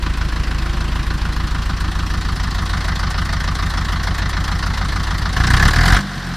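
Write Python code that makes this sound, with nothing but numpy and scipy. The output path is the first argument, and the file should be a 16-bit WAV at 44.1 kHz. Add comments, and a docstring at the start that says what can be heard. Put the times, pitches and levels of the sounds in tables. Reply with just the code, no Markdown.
"""Tractor diesel idling in a yard, then revved

The microphone moves from the grille of a four-cylinder tractor diesel round to its side.
Every firing thumps the pipe with low tones and knocks the block with bursts of coloured, ringing noise;
unequal cylinders give a low, loping beat. Near the end the throttle is blipped in two quick surges,
then the fuel cuts and the engine coasts smoothly."""
import sys
import numpy as np
from scipy import signal
from scipy.fft import rfft, irfft, next_fast_len
from scipy.io import wavfile
from scipy.ndimage import uniform_filter1d

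SR = 44100
rng = np.random.default_rng(int(sys.argv[2]) if len(sys.argv) > 2 else 0)


def wav_record(signal):
    """Record a signal, one row per channel, as 16-bit PCM in the file named by sys.argv[1]."""
    frames = np.transpose(np.atleast_2d(signal))
    bounded = np.clip(frames, -1, 1)
    # unit amplitude maps onto the largest positive 16-bit level
    quanta = np.round(bounded * 32767).astype(np.int16)
    wavfile.write(sys.argv[1], SR, quanta)


N = 280476
TIME = np.arange(N) / SR  # seconds
TOP_HZ = 14400  # band limit of the recorder

# Microphone position. Each row: time in seconds, place from 0 (at the grille) to 1 (beside the block).
MIC_PLACE = [(.9, 0.054), (1.9, 0.48), (2.75, 1)]
# Cylinders in firing order, as uneven as they can be; evenness scales these down.
# Each row: boom in dB, knock in dB, clatter in dB, tick in dB.
CYLINDER_STRENGTHS = [(-11, -4, 3, 5), (-8.5, -1, 5, 3), (-1, -5, 0, -0.5), (-3.5, -4.5, 3, 4)]
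# Engine speed. Each row: time in seconds, firings per second.
ENGINE_SPEED = [(0, 26.72), (1.7, 27.144), (2.7, 26.826), (5.36, 27.09), (5.53, 31.03), (5.63, 35.69),
                (5.72, 37.9), (6.0, 49.03), (6.37, 41.53)]
# Blips of the throttle. Each row: opens in seconds, shuts in seconds, fuel from 0 to 1.
THROTTLE_BLIPS = [(5.351, 5.698, 0.81), (5.674, 5.966, 0.93)]
# Each blip bites at once with a share of its fuel, swells to all of it and shuts quickly.
BITE_S, BITE_SHARE, SWELL_S, SHUT_S = 0.027, 0.47, 0.26, 0.056


def exhaust():
    """The pipe's loping idle drone becomes a hard bark at the first blip; bonnet boom and intake chug join it."""
    # Drone heard at the grille. Each row: multiple of the four-stroke cycle rate, level in dB.
    grille_orders = [(1, -48), (3, -46.5), (4, -21.5), (5, -37), (6, -33), (7, -33.5), (8, -15.5), (9, -38),
                     (10, -46), (11, -35.5), (12, -28.5), (13, -46.5), (14, -53), (22, -47), (24, -28.5),
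                     (25, -58), (31, -53), (34, -40), (35, -51.5)]
    # Drone heard beside the block. Each row: multiple of the four-stroke cycle rate, level in dB.
    side_orders = [(1, -43), (3, -39), (4, -61), (5, -49.5), (6, -21), (7, -31), (8, -24), (9, -47.5),
                   (10, -27.5), (11, -42), (12, -26.5), (13, -24), (14, -32), (16, -49), (19, -37.5),
                   (20, -55), (21, -35)]
    # Resonances of the pipe under load. Each row: centre in Hz, width in Hz, level in dB.
    pipe_modes = [(41.6, 38, 11.5), (97, 83, -7.5), (255, 60, -17.5), (138, 27, -5.5)]
    # Resonances of silencer and bonnet. Each row: centre in Hz, width in Hz, level in dB.
    bonnet_modes = [(120.4, 8.4, 0.5), (144.4, 16.2, 0.5), (169.3, 18.6, -0.5), (198, 29.4, -6),
                    (238.7, 27, -9.5), (322, 17, -13.5)]
    # Air through the radiator. Each row: frequency in Hz, level in dB per Hz.
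    draught = [(100, -43), (200, -1), (310, -2), (430, -9.5), (560, -11.5), (900, -43.5)]
    # Thrum level: idling at the grille, idling beside the block, at full fuel, starting to coast, all in dB.
    thrum_states = (-16.5, -19.5, -10.5, -33)
    # Boom level in dB, in the same four states.
    boom_states = (-32.5, -29.5, -19, -29.5)
    thrum_return = 13  # dB per second: the exhaust picks up again as the coasting engine slows

    cylinder_db = np.transpose(CYLINDER_STRENGTHS)[0]
    even, place = evenness(), track(MIC_PLACE)

    grille_drone = drone(grille_orders, lag=0.018)
    side_drone = drone(side_orders, lag=0.078)
    idle = blend(grille_drone, side_drone, place)
    pipe_puffs = puffs(cylinder_db, scatter_db=3.0, jitter=0.0009)
    bark = -band(resonate(pipe_puffs, pipe_modes), 32.6, 204)
    thrum = steady(blend(idle, steady(bark), even))

    bonnet_puffs = puffs(cylinder_db, scatter_db=4.0, jitter=0.0001)
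    boom = steady(band(resonate(bonnet_puffs, bonnet_modes), 116.5, 287))
    # the gulps stand out beside the block at idle
    boom = blend(boom, chug(), 0.5 * place * (1 - even))
    air = steady(coloured(rng.standard_normal(N), draught))
    boom = steady(blend(boom, air, 0.12))

    coasted_s = np.maximum(TIME - THROTTLE_BLIPS[-1][1], 0)
    thrum_db = by_state(thrum_states, shade=0.13) + thrum_return * coasted_s
    return amp(thrum_db) * thrum + amp(by_state(boom_states, shade=0.3)) * boom


def drone(orders, lag, size=512):
    """Clean low orders locked to the crank; the beat starts lag firings into each cycle."""
    order, db = np.transpose(orders)
    multiples = np.arange(size // 2 + 1)
    order_db = np.interp(multiples, np.round(order), db)
    order_db = order_db - 8.3 * np.maximum(multiples - order[-1], 0)  # falls away above the last order
    cycle = irfft(causal(amp(order_db)))
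    turn = (crank() - lag) / len(CYLINDER_STRENGTHS)
    return steady(np.interp(turn, np.arange(size) / size, cycle, period=1))


def chug(centre=2.05, length=0.66, start_hz=232, end_hz=150):
    """Once a cycle the air intake gulps: a swelling tone that falls in pitch (centre and length in firings)."""
    turn = crank() % len(CYLINDER_STRENGTHS) - centre
    rate = track(ENGINE_SPEED).mean()
    fall = (end_hz - start_hz) / (4 * length)
    cycles = ((start_hz + end_hz) / 2 * turn + fall * turn ** 2 / 2) / rate
    swell = np.exp(-(turn / length) ** 2 / 2)
    return steady(swell * np.sin(2 * np.pi * cycles))


def combustion():
    """Diesel knock rings the block, heard through the grille, then in the open; its colour shifts at the blips."""
    # Knock through the grille. Each row: frequency in Hz, level in dB per Hz.
    front_colour = [(160, -29.5), (280, -1.5), (324, 5), (428, -13.5), (544, -9), (641, -5), (934, -10.5),
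                    (1010, -3.5), (1370, -11.5), (1680, -11.5), (1870, -8.5), (2800, -10.5), (3640, -21),
                    (6160, -120)]
    # Knock in the open beside the block. Each row: frequency in Hz, level in dB per Hz.
    block_colour = [(310, -40.5), (520, -8.5), (774, 0.5), (850, -1.5), (1210, 4.5), (1560, 2.5),
                    (1680, -4), (1830, 4), (2040, -2), (2410, -15), (2600, -27), (3380, -34), (5720, -120)]
    # Knock from the first blip on. Each row: frequency in Hz, level in dB per Hz.
    loaded_colour = [(310, -35.5), (520, -34), (595, -17.5), (728, -3), (916, -12), (1050, -4), (1140, -6),
                     (1210, -6), (1310, -5), (1570, 0), (2010, -8), (2140, -11.5), (2600, -30), (3380, -24),
                     (5720, -120)]
    # Ringing of the block. Each row: centre in Hz, width in Hz, level in dB.
    block_modes = [(758, 100, -3.5), (1107, 17, 8.5), (1241, 24, 1.5), (1553, 29, 2.5), (1792, 81, -0.5),
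                   (2040, 69, -1)]
    # Knock level: idling at the grille, idling beside the block, at full fuel, coasting, all in dB.
    knock_states = (-30, -27.5, -15, -31.5)
    hits = blows(np.transpose(CYLINDER_STRENGTHS)[1], lead=0.0004, rise=0.0012, t60=0.14, alike=0.72,
                 scatter_db=0.44, crack=0.44, crack_t60=0.0051, rattle=0.019, whirr=0.96)
    front = steady(coloured(hits, front_colour))
    beside = steady(coloured(hits, block_colour))
    idle = steady(blend(front, beside, track(MIC_PLACE)))
    loaded = steady(coloured(hits, loaded_colour))
    body = steady(blend(idle, loaded, evenness()))
    return amp(by_state(knock_states, shade=10.5)) * with_ring(body, hits, block_modes, 0.072)


def valve_gear():
    """Tappets and rockers clatter with each firing and ping their cover."""
    # Clatter of the valves. Each row: frequency in Hz, level in dB per Hz.
    valve_colour = [(1290, -13), (2200, -6), (2510, -4.5), (4230, 0), (6020, -8.5), (7000, -23),
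                    (9100, -34), (15400, -120)]
    # Ringing of the rocker cover. Each row: centre in Hz, width in Hz, level in dB.
    cover_modes = [(3270, 50, 16), (4090, 55, -10), (4650, 68, 2), (4900, 160, 10), (5750, 28, -9)]
    # Clatter level: idling at the grille, idling beside the block, at full fuel, coasting, all in dB.
    clatter_states = (-36.5, -32.5, -22.5, -36.5)
    hits = blows(np.transpose(CYLINDER_STRENGTHS)[2], lead=0.0017, rise=0.0041, t60=0.099, alike=0.45,
                 scatter_db=1.1, crack=0.18, crack_t60=0.04, rattle=0.028, whirr=0.84)
    body = steady(coloured(hits, valve_colour))
    return amp(by_state(clatter_states, shade=1.7)) * with_ring(body, hits, cover_modes, 0.024)


def injection():
    """Pump and injector needles tick just ahead of the knock and ring the fuel lines."""
    # Tick of the injectors. Each row: frequency in Hz, level in dB per Hz.
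    injector_colour = [(3650, -16.5), (6200, -8), (6800, -3), (8630, -7), (10200, -12), (12400, -13.5),
                       (13700, -13.5), (14500, -29)]
    # Ringing of the fuel lines. Each row: centre in Hz, width in Hz, level in dB.
    line_modes = [(6430, 25, 4), (8700, 56, 8), (9500, 83, 6.5), (10500, 120, 4), (11990, 100, -7)]
    # Tick level: idling at the grille, idling beside the block, at full fuel, coasting, all in dB.
    tick_states = (-48, -45, -31, -48)
    hits = blows(np.transpose(CYLINDER_STRENGTHS)[3], lead=0.005, rise=0.012, t60=0.081, alike=0.68,
                 scatter_db=3.6, crack=0.52, crack_t60=0.0045, rattle=0.02, whirr=1.0)
    body = steady(coloured(hits, injector_colour))
    return amp(by_state(tick_states, shade=1.4)) * with_ring(body, hits, line_modes, 0.088)


def loose_tappet(index=2, lag=0.0023, t60=0.025, low_hz=5200, high_hz=9500):
    """One cylinder's loose tappet adds a short bright click to every cycle, lag seconds after firing."""
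    # Click level: idling at the grille, idling beside the block, at full fuel, coasting, all in dB.
    tappet_states = (-45, -46, -31, -66)
    no_bias = np.zeros(len(CYLINDER_STRENGTHS))
    at, cylinder, strength = firings(no_bias, scatter_db=3.5, jitter=0.0006)
    strikes = np.bincount(at + int(lag * SR), strength * (cylinder == index), N)[:N]
    decay = amp(-60 * TIME[:SR // 10] / t60)
    envelope = signal.fftconvolve(strikes, decay)[:N]
    click = steady(band(rng.standard_normal((2, N)), low_hz, high_hz))
    return amp(by_state(tappet_states)) * envelope * click


def top_hum(multiple=4.1, top_db=-28.5, db_per_octave=50):
    """The engine hums at a fixed multiple of the firing rate, heard only near top speed."""
    speed = track(ENGINE_SPEED)
    level_db = top_db + db_per_octave * np.log2(speed / speed.max())
    return amp(level_db) * np.sqrt(2) * np.sin(2 * np.pi * multiple * crank())


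def blows(cylinder_db, lead, rise, t60, alike, scatter_db, crack, crack_t60, rattle, whirr, count=4):
    """Mid and side noise of metal struck once per firing, over the even whirr of gears and fan (times in s)."""
    # Share of the noise in blows: idling at the grille, idling beside the block, at full fuel, coasting (0-1).
    blow_share = (0.69, 0.81, 1, 0.41)
    t = np.arange(5400) / SR
    even, share = evenness(), by_state(blow_share)
    cylinders = len(CYLINDER_STRENGTHS)
    # each cylinder shakes the block in its own way, much the same every time
    own = rng.standard_normal((cylinders, 2, len(t)))
    # loose parts strike again at nearly fixed delays after the blow
    delays = rng.uniform(0.77, 1, (cylinders, count)) * np.linspace(0.2, 1, count) * rattle
    out = np.zeros((2, N + SR))
    for at, cylinder, strength in zip(*firings(cylinder_db, scatter_db, jitter=0.0003)):
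        haste = 1 + 0.48 * even[at]  # from the first blip on: a shorter blow with a faster rise
        shape = (1 - np.exp(-haste * t / rise)) * amp(-60 * haste * t / t60)
        strike_delays = delays[cylinder] + rng.uniform(0, 0.002, count)
        for delay, db in zip(strike_delays, rng.normal(0, 3.2, count)):
            crack_gain = crack * amp(db - 60 * delay / t60)
            shape = shape + crack_gain * (t > delay) * amp(-60 * np.abs(t - delay) / crack_t60)
        fresh = rng.standard_normal((2, len(t)))
        grain = tinted(blend(fresh, own[cylinder], alike), depth_db=2.4)
        start = max(at - int(lead * SR), 0)
        out[:, start:][:, :len(t)] += strength * shape * grain
    even_noise = rng.standard_normal((2, N))
    return blend(even_noise, steady(out[:, :N]), 1 - whirr * (1 - share))


def tinted(x, depth_db, count=28):
    """x with a new random colour, as no two blows land alike."""
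    hz = np.fft.rfftfreq(x.shape[-1], 1 / SR)
    points = np.column_stack([np.geomspace(500, TOP_HZ, count), depth_db * rng.standard_normal(count)])
    return irfft(rfft(x) * along(points, hz), x.shape[-1])


def with_ring(body, hits, modes, share):
    """Adds a share of ringing metal to the body of a sound."""
    # mid and side change places, so the ring has its own noise
    ring = steady(resonate(hits[::-1], modes))
    return steady(blend(body, ring, share))


def firings(cylinder_db, scatter_db, jitter):
    """Sample, cylinder and strength of each firing, with timing jitter in seconds; evenness levels the cylinders."""
    turns = crank()
    n = np.arange(int(turns[-1]) + 1)
    chance = rng.standard_normal((len(n), 2))
    fired_s = np.interp(n, turns, TIME) + jitter * chance[:, 0]
    at = np.clip(fired_s * SR, 0, N - 1).astype(int)
    cylinder = n % len(CYLINDER_STRENGTHS)
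    uneven = 1 - evenness()[at]
    return at, cylinder, amp(uneven * cylinder_db[cylinder] + scatter_db * chance[:, 1])


def puffs(cylinder_db, scatter_db, jitter):
    """One pressure pulse per firing."""
    at, _, strength = firings(cylinder_db, scatter_db, jitter)
    return np.bincount(at, strength, N)


def crank(first_firing_s=0.023):
    """Crank progress, counted in firings: the running sum of engine speed."""
    turns = np.cumsum(track(ENGINE_SPEED)) / SR
    return turns - turns[int(first_firing_s * SR)]


def fuel():
    """Fuel above idle, 0 to 1: every blip bites, swells and shuts."""
    pushes = []
    for opens, shuts, amount in THROTTLE_BLIPS:
        swell = BITE_SHARE + (1 - BITE_SHARE) * ramp(opens, SWELL_S)
        pushes.append(amount * ramp(opens, BITE_S) * swell * (1 - ramp(shuts, SHUT_S)))
    return np.max(pushes, axis=0)


def evenness(idle=0.19):
    """How alike the cylinders fire (0-1): from the first blip on, the engine stops loping and all work alike."""
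    return idle + (1 - idle) * ramp(THROTTLE_BLIPS[0][0], BITE_S)


def by_state(values, shade=1):
    """Moves between grille, side, full-fuel and coasting values; more shade brings a part into the open later."""
    grille, side, loaded, coast = values
    in_view = track(MIC_PLACE) ** shade
    coasting = ramp(THROTTLE_BLIPS[-1][1], SHUT_S)
    return grille + (side - grille) * in_view + (loaded - side) * fuel() + (coast - side) * coasting


def ramp(start, length):
    """Rises from 0 to 1 over length seconds."""
    return np.clip((TIME - start) / length, 0, 1)


def track(rows):
    """One value per sample from (seconds, value) rows."""
    seconds, values = np.transpose(rows)
    return np.interp(TIME, seconds, values)


def amp(db):
    """Decibels to gain."""
    return 10 ** (np.asarray(db) / 20)


def steady(x):
    """x levelled to about rms 1 over an idling engine cycle, keeping the beats within it; mid sets the gain."""
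    size = int(0.148 * SR)
    mid_power = np.atleast_2d(x)[0] ** 2
    power = uniform_filter1d(uniform_filter1d(mid_power, size), size // 2)
    return x / np.sqrt(np.abs(power) + 1e-12)


def blend(a, b, share):
    """Equal-power fade from a to b."""
    share = np.clip(share, 0, 1)
    return np.sqrt(1 - share) * a + np.sqrt(share) * b


def along(points, hz):
    """Gain of (Hz, dB) points on a log axis."""
    f, db = np.transpose(points)
    return amp(np.interp(np.log(hz + 1), np.log(f + 1), db))


def causal(gain):
    """The minimum-phase response that has these gains, by folding the cepstrum."""
    cepstrum = irfft(np.log(np.maximum(gain, 1e-6)))
    half = len(cepstrum) // 2
    cepstrum[1:half] *= 2
    cepstrum[half + 1:] = 0
    return np.exp(rfft(cepstrum))


def filtered(x, response):
    """x times a response of frequency, padded so that tails do not wrap."""
    m = 2 * next_fast_len(N // 2 + 8192)
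    return irfft(rfft(x, m) * response(np.fft.rfftfreq(m, 1 / SR)), m)[..., :N]


def coloured(x, spectrum):
    """x through a causal body with this spectrum."""
    return filtered(x, lambda hz: causal(along(spectrum, hz)))


def resonate(x, modes):
    """x through a few parallel resonances of alternating sign."""
    def response(f):
        total = 0
        for k, (centre, width, db) in enumerate(modes):
            total = total + (-1) ** k * amp(db) * 1j * f * width / (centre * centre - f * f + 1j * f * width)
        return total
    return filtered(x, response)


def band(x, low_hz, high_hz, order=2):
    """Causal band-pass."""
    return signal.sosfilt(signal.butter(order, [low_hz, high_hz], "band", fs=SR, output="sos"), x)


def scene():
    """The whole engine in stereo; the channels differ almost only in the treble."""
    # Stereo width. Each row: frequency in Hz, side to mid gain in dB.
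    stereo_width = [(2500, -60), (3800, -40), (4600, -15), (6000, -9), (9000, -6.5), (13000, -4.5)]
    mid, side = combustion() + valve_gear() + injection() + loose_tappet()
    mid = mid + exhaust() + top_hum()
    side = filtered(side, lambda hz: along(stereo_width, hz))
    return np.array([mid + side, mid - side])


def record(dry):
    """The recorder rounds off the highest peaks and keeps nothing above its band limit."""
    limited = dry / (1 + np.abs(dry) ** 8) ** (1 / 8)
    return filtered(limited, lambda hz: 1 / (1 + (hz / TOP_HZ) ** 160))


dry = scene()
out = record(dry)
wav_record(out)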